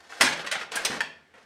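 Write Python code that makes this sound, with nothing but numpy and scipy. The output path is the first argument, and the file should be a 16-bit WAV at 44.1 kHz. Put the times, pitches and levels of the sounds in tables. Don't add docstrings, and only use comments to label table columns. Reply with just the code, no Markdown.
import sys
import numpy as np
from scipy import signal
from scipy.fft import rfft, irfft
from scipy.io import wavfile

SR = 44100
rng = np.random.default_rng(int(sys.argv[2]) if len(sys.argv) > 2 else 0)


def int16_out(signal):
    q = np.round(np.clip(np.atleast_2d(signal).T, -1, 1) * 32767)
    wavfile.write(sys.argv[1], SR, q.astype(np.int16))


N = 63945
LN_1000 = np.log(1000)


def amp(db):
    return 10 ** (np.asarray(db) / 20)


def unit_rms(x):
    return x / np.sqrt(np.mean(x ** 2) + 1e-20)


def curve_at(points, hz):
    point_hz, value = np.transpose(points)
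    return np.interp(np.log(hz + 1), np.log(point_hz + 1), value)


def add(mix, start_s, sound):
    part = mix[..., max(0, round(start_s * SR)):][..., :sound.shape[-1]]
    part += sound[..., :part.shape[-1]]


def colour(*spectra, size=4096):
    hz = np.fft.rfftfreq(size, 1 / SR)
    level_db = sum(curve_at(points, hz) for points in spectra)
    cepstrum = irfft(np.log(amp(level_db)))
    cepstrum[1:size // 2] *= 2
    cepstrum[size // 2 + 1:] = 0
    return irfft(np.exp(rfft(cepstrum)))[:size // 2]


def ring(modes, pitch, rise_s):
    t = np.arange(SR // 2) / SR
    swings = [(2 * np.pi * hz * pitch, amp(db) * np.exp(-LN_1000 * t / t60)) for hz, db, t60 in modes]
    motion = sum(envelope * np.sin(omega * t) / omega for omega, envelope in swings)
    motion *= 1 - np.exp(-t / rise_s)
    return np.diff(motion, prepend=0) * SR


# (frequency [Hz], relative density [dB])
VENT_SPECTRUM = [(25, -17.5), (55, -16.5), (80, 8), (110, -12), (180, -2.5), (450, -2), (1000, -8.5),
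                 (1700, -3), (3000, -11), (8000, -24), (16000, -40)]

def ventilation(level_db=-63):
    gain = amp(curve_at(VENT_SPECTRUM, np.fft.rfftfreq(N, 1 / SR)))
    noise = irfft(rfft(rng.standard_normal(N)) * gain, N)
    return amp(level_db) * unit_rms(noise)


# (time [s], length [s], level [dB])
ROD_PUSHES = [(.0, 0.013, -46.5), (0.021, 0.072, -58), (0.088, 0.17, -49), (0.201, .014, -27.5),
              (0.365, 0.064, -44.5), (0.586, 0.055, -44.5), (0.71, 0.169, -42.5), (0.863, 0.1204, -42.5),
              (1.343, 0.098, -65.5)]
# (frequency [Hz], relative level [dB])
SCRAPE_SPECTRUM = [(60, -33), (250, -9.5), (450, 2.5), (1000, -1), (1650, 3), (2500, -3.5), (5500, -7.5),
                   (9000, -16.5), (12000, -25.5), (16000, -47)]

def rod_scrapes(slips_per_s=3500, spread_db=1.5, fade_s=0.0097):
    t = np.arange(N) / SR
    slips = (rng.random(N) < slips_per_s / SR) * rng.choice([-1., 1.], N)
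    slips *= amp(spread_db * np.minimum(rng.exponential(1, N), 4))
    friction = unit_rms(signal.fftconvolve(slips, colour(SCRAPE_SPECTRUM))[:N])
    push = sum(amp(db) * np.clip(np.minimum(t - start, start + length - t) / fade_s, 0, 1)
               for start, length, db in ROD_PUSHES)
    return hall(push * friction, send_db=-2)[:N]


# (delay [s], level [dB])
NEAR_ECHOES = [(.0026, -5), (.0039, -5.5), (.0083, -11.5), (.0097, -9), (0.0108, -10.5), (0.0195, -15.5)]
# (frequency [Hz], t60 [s])
HALL_DECAY = [(80, .75), (250, .6), (700, 0.46), (1800, 0.43), (4000, 0.41), (8000, 0.29), (15000, .28)]
# (frequency [Hz], level [dB])
HALL_SPECTRUM = [(60, -2.5), (300, 0.5), (2000, 1.5), (6000, -1), (10000, -5), (16000, -5)]

def hall(sound, send_db, predelay_s=0.006, build_s=0.0041, echo_spread_s=0.0007):
    noise = rng.standard_normal(SR * 3 // 4)
    hz, t, bands = signal.stft(noise, SR, nperseg=256)
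    t60 = curve_at(HALL_DECAY, hz)[:, None]
    bands *= np.exp(-LN_1000 * t / t60)
    bands *= np.sqrt(2 * LN_1000 / (t60 * SR))
    bands *= amp(curve_at(HALL_SPECTRUM, hz))[:, None]
    tail = signal.istft(bands, SR, nperseg=256)[1]
    build_up = np.minimum(np.arange(len(tail)) / SR / build_s, 1)
    response = np.zeros(len(tail))
    add(response, predelay_s, amp(send_db) * tail * build_up)
    response[0] = 1
    for delay, db in NEAR_ECHOES:
        add(response, delay + echo_spread_s * rng.uniform(-1, 1), amp([db]))
    return signal.fftconvolve(sound, response)


# (time [s], level [dB], pitch [Hz], hall send [dB])
PUCK_HITS = [(.1238, -27, 1510, -14), (.2105, -7.5, 1990, -11.5), (0.2187, -11, 1606, -1),
             (0.2753, -15.5, 1678, -3.5), (.398, -34, 1526, 0), (0.53, -27, 1850, 0.5),
             (.559, -25.5, 1600, -21), (.7695, -17.5, 1618, -3.5), (0.919, -22.5, 1874, 2),
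             (1.006, -11.5, 1764, -10.5)]
# (frequency [ratio to pitch], level [dB], t60 [s])
PUCK_MODES = [(.52, -12, 0.028), (.93, -18, .03), (1.0, -2.5, 0.031), (1.14, -11.5, .022),
              (1.32, -11, 0.024), (1.68, -16, 0.015)]

def puck_knocks():
    out = np.zeros(N)
    for start, db, hz, send_db in PUCK_HITS:
        knock = ring(PUCK_MODES, hz, rise_s=0.00029)
        add(out, start, hall(amp(db) * knock, send_db))
    return out


# (time [s], level [dB])
SHOVES = [(0.207, -25.5), (.236, -18.5), (0.258, -30.5), (0.769, -60), (0.853, -49), (0.9, -23.5),
          (0.925, -34), (0.947, -36), (.975, -39)]
# (nominal frequency [Hz], level [dB], t60 [s])
CABINET_MODES = [(73.5, -26.5, 0.27), (118, -23, .1), (169.2, -11, 0.18), (211, -8.5, .08),
                 (258, -1.5, 0.063), (310, -11, .06)]

def cabinet_thuds():
    out = np.zeros(N)
    for start, db in SHOVES:
        thud = ring(CABINET_MODES, rng.uniform(0.896, 1.03), rise_s=0.0026)
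        add(out, start, hall(amp(db) * thud, send_db=-6))
    return out


# (time [s], body [dB], middle [dB], treble [dB], top [dB], t60 [s], hall send [dB])
CLACK_HITS = [(0.2096, -17.5, -9, -9.5, -9, 0.049, -2.5), (.2182, -16, -11, -13.5, -10.5, 0.032, -0.5),
              (0.2288, -20.5, -16, -18.5, -17.5, 0.038, 11.5), (0.266, -20, -23, -16, -27, 0.015, -15),
              (0.326, -23, -24, -26.5, -35, 0.058, -1.5), (.394, -31.5, -25.5, -36, -54, 0.076, -2.5),
              (0.4446, -27.5, -26.5, -45, -44, 0.079, -5), (0.4639, -36, -21, -31.5, -33, 0.037, -13),
              (0.4709, -24, -20.5, -26.5, -35, 0.04, 0), (0.5134, -35.5, -19, -21.5, -23, 0.09, -2.5),
              (.524, -27.5, -17, -30, -35, 0.054, 1), (0.553, -19, -22, -23, -40, 0.021, 2),
              (0.612, -34.5, -21, -38, -49.5, 0.07, -6), (.718, -26.5, -26, -28.5, -31.5, 0.04, -18),
              (0.738, -38, -26, -35, -56, 0.061, 8), (.756, -25, -23, -28, -15, 0.058, -2.5),
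              (.789, -32, -29.5, -40, -45.5, 0.054, -1.5), (0.812, -22, -47.5, -42, -46, 0.032, -3),
              (0.8492, -23, -17, -15.5, -29, 0.079, -4.5), (0.8567, -33, -24.5, -20, -15.5, 0.018, -2.5),
              (.904, -24, -27.5, -36, -35, 0.045, 7), (0.951, -30.5, -41, -39, -55, 0.043, 7),
              (1.0058, -18.5, -11.5, -18.5, -20.5, 0.016, -1),
              (1.339, -43.5, -41.5, -63, -60.5, 0.069, 5.5), (1.379, -43, -50.5, -56.5, -62.5, 0.052, -7.5),
              (1.427, -48, -73, -54.5, -66, 0.066, -4)]
CLACK_BANDS = (500, 1900, 5000, 10000)
# (frequency [Hz], level [dB])
CLACK_SPECTRUM = [(40, -21), (100, -13.5), (160, 1.5), (280, -4), (450, 3.5), (700, 5.5), (1000, 3.5),
                  (1900, 2.5), (3000, 3), (5000, -0.5), (7000, -3), (8500, -2), (11000, -12.5),
                  (13500, -22.5), (16000, -29.5)]
# (frequency [Hz], resonance gain [dB], t60 [s])
RINK_MODES = [(446, -2, 0.14), (569, -0.5, .15), (657, -3.5, 0.11), (1235, -3, 0.056), (1422, -2.5, 0.05),
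              (1610, 1, .2), (1790, -13.5, 0.208), (1665, -16.5, 0.146), (2036, -18.5, 0.39),
              (2101, -15.5, 0.41), (2466, -7, 0.203), (2920, -0.5, 0.17), (3447, -6, .15),
              (4009, -18.5, .15)]

def clacks(rise_s=0.0003):
    out = np.zeros(N)
    t = np.arange(SR // 6) / SR
    for start, *band_db, t60, send_db in CLACK_HITS:
        envelope = np.exp(-LN_1000 * t / t60) * (1 - np.exp(-t / rise_s))
        rattle = rng.choice([-1., 1.], len(t)) * envelope
        tone = colour(CLACK_SPECTRUM, list(zip(CLACK_BANDS, band_db)))
        add(out, start, hall(signal.fftconvolve(rattle, tone), send_db))
    modes = [(hz, db + 20 * np.log10(2 * LN_1000 / (t60 * SR)), t60) for hz, db, t60 in RINK_MODES]
    rink = ring(modes, 1, rise_s)
    return out + signal.fftconvolve(out, rink)[:N]


# (time [s], level [dB])
ROD_STOPS = [(.2098, -23), (.756, -32.5), (.85, -21.5)]
# (frequency [Hz], level [dB], t60 [s])
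ROD_MODES = [(4000, -1.5, .03), (4480, -14, 0.036), (5025, 1, 0.026), (5770, -6, 0.054), (6190, -4, 0.034),
             (8140, -7, 0.021), (8290, -2, 0.03), (9230, -5, 0.025), (9430, -9.5, 0.044), (12230, -8, .025),
             (15300, -19, .025)]

def rod_pings():
    out = np.zeros(N)
    for start, db in ROD_STOPS:
        ping = ring(ROD_MODES, rng.uniform(0.99, 1.01), rise_s=0.0003)
        add(out, start, hall(amp(db) * ping, send_db=-4.5))
    return out


def scene():
    blows = clacks() + puck_knocks() + rod_pings() + cabinet_thuds()
    return (blows + rod_scrapes() + ventilation())[None]


def record(dry):
    cutoff_hz = 16300
    lowpass = signal.firwin(511, cutoff_hz, window=("kaiser", 9), fs=SR)
    return signal.oaconvolve(dry, lowpass[None], "same")


dry = scene()
out = record(dry)
int16_out(out)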